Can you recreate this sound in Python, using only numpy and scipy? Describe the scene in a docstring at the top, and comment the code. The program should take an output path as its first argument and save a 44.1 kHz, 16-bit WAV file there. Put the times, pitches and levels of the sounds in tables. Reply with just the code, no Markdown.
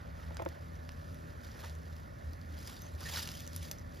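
"""A snake slides over dry leaves, close by: its scales scrape and set off a fine crackle.
The scrape is shaped noise and the crackle is many tiny clicks. Some leaves and twigs snap, each a burst
of noise with a brief ring. Near the start come a few soft hollow knocks, thumps that drop in pitch.
Behind it all lie a low wavering drone, like a far engine, and faint outdoor air."""
import sys
import numpy as np
from scipy import signal
from scipy.fft import rfft, irfft
from scipy.io import wavfile
from scipy.ndimage import uniform_filter1d

SR = 44100
rng = np.random.default_rng(int(sys.argv[2]) if len(sys.argv) > 2 else 0)


def generate_wav(signal):
    """Clip the signal to [-1, 1] and save it as 16-bit WAV at the path in sys.argv[1]."""
    frames = np.transpose(np.atleast_2d(signal))
    scaled = np.clip(frames, -1, 1) * 32767
    pcm = np.round(scaled).astype(np.int16)
    wavfile.write(sys.argv[1], SR, pcm)


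N = 176400


def amp(db):
    """Turns decibels into a number to multiply by."""
    return 10 ** (np.asarray(db) / 20)


def unit(x):
    """Scales a signal to an average strength (rms) of 1."""
    return x / np.sqrt(np.mean(x ** 2) + 1e-20)


def fade(t, fade_s):
    """A smooth dying away; a fade time is how long it takes to drop by 60 dB."""
    return amp(-60 * t / fade_s)


def bins():
    """The frequencies in the spectrum of a full-length signal."""
    return np.fft.rfftfreq(N, 1 / SR)


def read(points, hz):
    """Looks up frequencies in a table, blending between rows by musical pitch."""
    f, value = np.transpose(points)
    return np.interp(np.log(hz + 1), np.log(f + 1), value)


def curve(rows):
    """Turns each column of a time table into one value per sample."""
    s, *columns = np.transpose(rows)
    return [np.interp(np.arange(N) / SR, s, c) for c in columns]


def add(mix, s, sound):
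    """Mixes a sound in, starting at s seconds."""
    part = mix[round(s * SR):][:len(sound)]
    part += sound[:len(part)]


def drift(rate_hz):
    """A random wobble of strength 1, mostly slower than rate_hz."""
    return unit(irfft(rfft(rng.standard_normal(N)) * np.exp(-(bins() / rate_hz) ** 2), N))


def patchy(x, depth_db, bands, frames):
    """Makes random patches of pitch and time a little louder or softer."""
    spectra = signal.stft(x, nperseg=512)[2]
    patches = uniform_filter1d(rng.standard_normal(spectra.shape[1:]), bands, axis=0)
    patches = unit(uniform_filter1d(patches, frames, axis=1))
    return signal.istft(spectra * amp(depth_db * patches), nperseg=512)[1][:, :N]


def spread(pair, colour, likeness, lead):
    """Blends two unrelated noises into left and right, and sets their colour (level at each pitch)."""
    hz, (left, other) = bins(), rfft(pair)
    same = np.clip(read(likeness, hz), 0, 1)
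    right = (same * left + np.sqrt(1 - same ** 2) * other) * np.exp(-1j * read(lead, hz))
    return unit(irfft(np.array([left, right]) * amp(read(colour, hz)), N))


def sides(balance_db, lead):
    """Left and right gains: the left is louder by balance_db and ahead by lead radians."""
    side = np.array([[.5], [-.5]])
    return amp(side * balance_db) * np.exp(1j * side * lead)


def resonance(colour):
    """Makes a filter from a colour table that rings only after a blow, never before it."""
    log_gain = np.log(amp(read(colour, abs(np.fft.fftfreq(N, 1 / SR)))))
    return np.exp(np.conj(signal.hilbert(log_gain)))[:len(bins())]


def click(hz, ring, fade_s):
    """A small piece gives way: a burst of noise and a brief ring, with a total energy of 1."""
    t = np.arange(0, .03, 1 / SR)
    crack = rng.standard_normal(len(t)) * fade(t, fade_s)
    tone = np.sin(2 * np.pi * hz * t) * fade(t, fade_s)
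    sound = crack / np.linalg.norm(crack) + ring * tone / np.linalg.norm(tone)
    return sound / np.linalg.norm(sound)


def crackle(density, pitches=30):
    """Needles and leaf edges give tiny clicks of uneven size, 1300 a second when density is 1."""
    out = np.zeros(N)
    for hz in np.geomspace(1200, 14000, pitches):
        size = amp(np.minimum(rng.exponential(1, N), 4))
        hits = size * (rng.random(N) < density * 1300 / pitches / SR)
        out += signal.oaconvolve(hits, click(hz, ring=1.32 * np.sqrt(hz / 14000), fade_s=.0018))[:N]
    return unit(out / np.sqrt(density))  # more clicks, but no louder


def slither():
    """Scales scrape the dry leaves; harder rubbing is louder and sets off more crackle."""
    # how hard the snake rubs (time [s], level [dB], boost of the lower tones [dB])
    rubbing = [(0, -73, 18.5), (.13, -75.5, 14.5), (.2, -67, 10.5), (.3, -70.5, 13.5), (.56, -72.5, 15),
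               (.82, -72.5, -20), (1.06, -68, 1), (1.38, -72, 10.5), (1.455, -62, 4.5), (1.5, -66, 4),
               (1.56, -65.5, 12), (1.588, -62, 6), (1.606, -56, 5), (1.626, -61, 10.5), (1.65, -58, 12.5),
               (1.695, -63, 1), (1.78, -71.5, -23), (1.93, -69, -6), (2.13, -73.5, -10), (2.34, -70, -10),
               (2.47, -72, -12), (2.58, -62, 5), (2.655, -60.5, -6), (2.68, -54.5, 1.5), (2.712, -57, 0),
               (2.74, -58.5, -4), (2.79, -62.5, -11), (2.86, -62, 8), (2.91, -67.5, -10),
               (2.975, -66.5, -6), (3.015, -54, 5.5), (3.04, -53, 4), (3.065, -52, -3), (3.1, -46.5, 1.5),
               (3.118, -50.5, -4), (3.155, -44.5, 1.5), (3.19, -44, -0.5), (3.225, -48, -3.5),
               (3.25, -53, -1), (3.39, -55.5, -7), (3.51, -65, -3), (3.55, -56.5, -4), (3.59, -62, -22),
               (3.65, -53.5, -9), (3.71, -64.5, -7), (3.85, -73, 5), (4, -63.5, -5)]
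    # colour of the rustle (frequency [Hz], level [dB])
    colour = [(100, -48), (300, -12), (460, -4), (650, -1), (850, -4.5), (1250, -4.5), (1450, -2),
              (1620, -4.5), (1830, -1.5), (2050, -4.5), (2300, -3), (2650, -4), (3100, -2), (3600, -1),
              (4200, -2), (4900, -0.5), (6200, -4), (8500, -5.5), (12000, -10), (15500, -10.5)]
    # how alike left and right are (frequency [Hz], likeness [0-1])
    likeness = [(300, 0.69), (1400, 1), (2000, 1), (3200, 0.99)]
    # how far the left side is ahead (frequency [Hz], lead [radians])
    lead = [(300, -1.1), (700, -1.8), (900, -0.092), (1400, 1), (1800, 0.87), (3000, 0.6), (3700, 0.026)]
    level_db, body_db = curve(rubbing)
    density = amp(.5 * (level_db + 59.5))
    pair = [amp(.1 + 2 * drift(78)) * rng.standard_normal(N) + crackle(density) for _ in range(2)]
    uneven = patchy(np.array(pair), depth_db=2, bands=5, frames=4)
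    catching = amp(1.34 * drift(rate_hz=92))  # the scales stick and slip
    rustle = spread(uneven * catching, colour, likeness, lead)
    body = irfft(rfft(rustle) / (1 + (bins() / 1990) ** 4), N)  # the part below about 2 kHz
    return amp(level_db + 4) * (rustle + (amp(body_db) - 1) * body)


def drone():
    """A far, low drone wavers on its way through the air; its lowest tone swells on its own."""
    # its tones (pitch [Hz], level [dB], pitch wobble [Hz], left lead [radians], share of swell [0-1])
    tones = [(81.3, -48, 2.626, -0.23, 1), (161, -56.5, 2.5, -1.06, 1), (247.2, -64, 4.1, -1.26, 0.34),
             (584.4, -66, 6.88, -1.5, 0.35), (1834, -79, 23, -0.35, 0.1)]
    # swell of the lowest tone (time [s], level [dB])
    low_swell = [(0, -11), (.2, -0.5), (.3, 7.5), (.4, -1), (.48, 2), (.6, -3.5), (.85, 2), (1.1, -3.5),
                 (1.48, 0), (1.57, -11), (1.7, 7.5), (1.85, -6), (1.94, 3.5), (2.05, -15.5), (2.2, -5),
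                 (2.28, 10), (2.4, -3), (2.53, 7), (2.7, -9), (2.88, -5), (2.945, 7), (3.03, -8.5),
                 (3.17, 5.5), (3.3, -4.5), (3.4, 4.5), (3.5, -6.5), (3.6, 6.5), (3.7, -6), (3.82, 1.5),
                 (4, -10)]
    # swell of the higher tones (time [s], level [dB])
    high_swell = [(0, 1), (.1, 6), (.2, 1), (.3, 8), (.45, -3), (.6, -0.5), (1.25, -0.5), (1.45, -5.5),
                  (1.9, -0.5), (2.15, 1), (2.25, -10.5), (2.8, -5.5), (3.05, 2), (3.45, 1), (3.6, 3.5),
                  (4, -2.5)]
    out = np.zeros((2, N))
    for k, (hz, db, wobble_hz, lead, share) in enumerate(tones):
        swell_db = curve(high_swell if k else low_swell)[0]
        phase = 2 * np.pi * np.cumsum(hz + wobble_hz * drift(rate_hz=11.97)) / SR
        flutter_db = 2.08 * drift(rate_hz=19)
        out += amp(db - 1.5 + share * swell_db + flutter_db) * unit(np.sin([phase, phase - lead]))
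    return out


def air():
    """Outdoor air: a distant rumble and hush, drifting in patches."""
    # colour of the air (frequency [Hz], level [dB])
    colour = [(15, -36), (28, -10), (40, -6.5), (62, 0), (90, -1.5), (115, -2.5), (138, -7.5), (190, -11.5),
              (260, -11.5), (330, -16.5), (430, -19), (500, -14), (600, -11.5), (720, -17.5), (900, -22.5),
              (1400, -18), (1650, -23), (1900, -25.5), (2300, -32), (3100, -39), (4800, -40.5), (8000, -46),
              (15000, -48)]
    # how alike left and right are (frequency [Hz], likeness [0-1])
    likeness = [(60, 0.96), (100, 0.96), (140, 0.85), (250, 0.82), (600, 0.97), (1100, 0.6), (1600, 1),
                (2000, 0.84), (3000, 1)]
    # how far the left side is ahead (frequency [Hz], lead [radians])
    lead = [(40, -0.5), (90, 0.35), (170, -0.22), (260, -0.92), (430, -1.55), (600, -2.5), (1100, -3),
            (1550, -3.5), (1800, 0.16), (2500, 0)]
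    noise = patchy(rng.standard_normal((2, N)), depth_db=1.22, bands=3, frames=20)
    return amp(-48.5) * spread(noise, colour, likeness, lead)


def knocks():
    """Soft hollow knocks: each is a thump that drops quickly in pitch, a dull scuff and a short ring."""
    # the blows (time [s], level [dB], first pitch [Hz], time to halve the pitch [s], rise time [s],
    # fade time [s], ring level [dB])
    blows = [(0.307, -37, 1590, 0.0019, 0.00058, 0.017, -14),
             (0.3911, -29.5, 2450, .02, 0.00094, 0.0097, -18),
             (0.3956, -25.5, 2020, 0.00182, 0.00087, 0.016, -16),
             (0.4002, -30.5, 900, 0.0025, 0.00065, 0.015, -21),
             (0.414, -39, 1120, 0.014, 0.0012, 0.016, -11), (.4187, -22.5, 990, 0.014, 0.0019, 0.013, -22),
             (0.4557, -38, 1010, 0.005, 0.0011, 0.02, -21),
             (.4613, -25.5, 2916, 0.00082, 0.00025, 0.031, -15.5)]
    # tones that ring after a blow (pitch [Hz], level [dB], fade time [s])
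    ring_tones = [(342, 2.5, 0.051), (515, 3, 0.053), (657, -0.5, 0.093), (897, -14, 0.072),
                  (1050, -5, 0.054)]
    # hollow colour of a knock (frequency [Hz], level [dB])
    colour = [(80, -1), (200, -1), (270, -7), (345, 3.5), (425, -7.5), (545, 6.5), (660, 0.5), (745, -3),
              (880, 3.5), (1150, -7.5), (1450, -6.5), (1750, -12.5), (2400, -9.5), (2850, -17.5),
              (3400, -8), (5000, -20)]
    # the high tones come from the right (frequency [Hz], left minus right [dB])
    balance = [(1000, 1.5), (1500, 4), (2000, -5), (2600, -12), (3300, -12)]
    out = np.zeros(N)
    t = np.arange(0, .1, 1 / SR)
    ring = sum(amp(db) * fade(t, fade_s) * np.sin(2 * np.pi * hz * t) for hz, db, fade_s in ring_tones)
    muffle = signal.butter(3, 2180, fs=SR, output="sos")
    for s, db, first_hz, fall_s, rise_s, fade_s, ring_db in blows:
        pitch_hz = first_hz / (1 + t / fall_s)
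        thump = np.sin(2 * np.pi * np.cumsum(pitch_hz) / SR) * fade(t, fade_s)
        scuff = unit(signal.sosfilt(muffle, rng.standard_normal(len(t)))) * fade(t, .05)
        rise = np.minimum(t / rise_s, 1)
        add(out, s, amp(db) * rise * (thump + .26 * scuff + amp(ring_db) * ring))
    lead = 1.77 / (1 + (bins() / 2200) ** 8)  # the left is ahead below about 2200 Hz
    return irfft(rfft(out) * resonance(colour) * sides(read(balance, bins()), lead), N)


def snaps():
    """Single leaves and thin twigs break or spring back, each with one click."""
    # the snaps (time [s], level [dB], ring pitch [Hz], ring compared with crack [dB], fade time [s])
    breaks = [(0.346, -56, 7500, 2, .006), (.3700, -44, 4800, -0.5, 0.0049),
              (0.4227, -48, 12000, -21, 0.0041), (0.451, -51.5, 5870, -12, 0.0078),
              (0.4884, -46.5, 5460, -12, 0.014), (.645, -62, 7000, -16, 0.0045),
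              (0.8916, -49, 5300, -8, 0.0033), (.754, -60, 5700, 0, .008), (.919, -53, 6000, -15, .004),
              (1.145, -54, 8900, -17, 0.0069), (1.448, -54, 5000, -12, .008), (1.574, -54, 4000, -6, .005),
              (1.604, -51, 4200, -3, .005), (1.644, -51, 1900, 7, .006), (1.697, -50, 4700, -3, .004),
              (1.752, -53.5, 9000, -11, 0.011), (1.966, -54.5, 4970, -5, .005),
              (2.334, -52, 4500, -2, 0.0038), (2.415, -55, 4580, 8, .005),
              (2.588, -48.5, 6000, -14, 0.0039), (2.675, -42, 5100, -2, 0.0036),
              (2.820, -44.5, 12400, -1, 0.0041), (2.951, -55, 4000, 1, .004),
              (3.007, -46, 10200, -1, 0.0067), (3.162, -34, 3930, 9, 0.0041),
              (3.194, -40, 4700, 10, 0.0069), (3.2276, -36.5, 5000, -8, 0.0055),
              (3.257, -46, 5030, 10, 0.0033), (3.2749, -37, 2970, 0, 0.0025),
              (3.2899, -38.5, 4200, 6, 0.0014), (3.317, -44, 5370, -2, .004),
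              (3.405, -44.5, 5800, -7, 0.0032), (3.466, -46, 5970, -10, .004),
              (3.476, -42, 6430, -6, 0.0094), (3.533, -46, 5040, -18, 0.0048),
              (3.553, -50, 11500, -3, .004), (3.563, -32.5, 10900, 4.5, 0.0043),
              (3.628, -47, 10500, -8, 0.0043), (3.7136, -34.5, 6160, -5, 0.006),
              (3.7140, -43, 14200, 8, 0.0057), (3.7159, -37.5, 11800, -7, 0.0095),
              (3.7852, -52.5, 5900, 1, .006), (3.795, -55, 10500, -11, .004), (3.949, -57, 4800, -5, .005)]
    # colour of a snap (frequency [Hz], level [dB])
    colour = [(150, -1), (700, -7), (2000, -5), (5000, 0), (8500, 2.5), (11000, -6.5), (15500, -0.5)]
    out = np.zeros(N)
    for s, db, hz, ring_db, fade_s in breaks:
        add(out, s, amp(db + 20.5) * click(hz, amp(ring_db), fade_s))
    return irfft(rfft(out) * amp(read(colour, bins())), N)


def scatter(x):
    """Nearby leaves bounce each snap around, adding a faint, short tail."""
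    t = np.arange(0, .12, 1 / SR)
    tail = rng.standard_normal(len(t)) * fade(t, fade_s=.11)
    return x + amp(-10) * signal.oaconvolve(x, tail / np.linalg.norm(tail))[:N]


def twigs():
    """Thicker twigs give one woody crack: the sudden break, then splinters and a brief ring."""
    # the cracks (time [s], level [dB], ring pitch [Hz], fade time [s])
    cracks = [(0.3694, -41, 1640, 0.022), (0.892, -42, 4120, 0.005)]
    break_s = .00006
    out = np.zeros(N)
    for s, db, hz, fade_s in cracks:
        splinters = click(hz, ring=.27, fade_s=fade_s)
        pulse = np.exp(-np.arange(len(splinters)) / SR / break_s)
        add(out, s, amp(db + 17) * (pulse / np.linalg.norm(pulse) + .49 * splinters))
    return signal.sosfilt(signal.butter(2, [400, 5400], "band", fs=SR, output="sos"), out)


def squeaks():
    """A stiff leaf sings as it is rubbed: noise in a band so narrow that it has a pitch."""
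    # the squeaks (time [s], length [s], pitch [Hz], level [dB])
    rubs = [(2.808, 0.075, 6200, -63.5), (3.05, 0.045, 1840, -51)]
    width_hz = 160
    out = np.zeros(N)
    for s, length_s, hz, db in rubs:
        n = round(length_s * SR)
        band = np.exp(-((bins() - hz) / width_hz) ** 2)
        tone = unit(irfft(rfft(rng.standard_normal(N)) * band, N))
        add(out, s, amp(db) * tone[:n] * signal.windows.tukey(n))
    return out


def scene():
    """The snake and the knocks over the outdoor background."""
    return slither() + scatter(snaps() + squeaks() + twigs()) + knocks() + drone() + air()


def record(dry):
    """Two microphones shift timing and level between the sides; the deepest and highest tones are cut."""
    # how much louder the left microphone is (frequency [Hz], left minus right [dB])
    balance = [(450, 0), (850, -3), (1200, -2), (1550, -7.5), (1850, -8), (2100, -4), (2600, -1), (3100, 0)]
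    # how far the left microphone is ahead (frequency [Hz], lead [radians])
    lead = [(5150, 0), (5600, -1), (6600, -.95), (7400, -2), (8000, -3.1), (8700, -3.2), (9200, -3.9),
            (10000, -4.7), (11100, -6.25), (13200, -6.3), (14000, -7.7), (15000, -9.2)]
    low_cut_hz, high_cut_hz = 34.5, 16200
    heard = irfft(rfft(dry) * sides(read(balance, bins()), read(lead, bins())), N)
    heard = signal.sosfilt(signal.butter(4, low_cut_hz, "high", fs=SR, output="sos"), heard)
    high_cut = signal.firwin(511, high_cut_hz, window=("kaiser", 9), fs=SR)
    return signal.oaconvolve(heard, high_cut[None], "same")


dry = scene()
out = record(dry)
generate_wav(out)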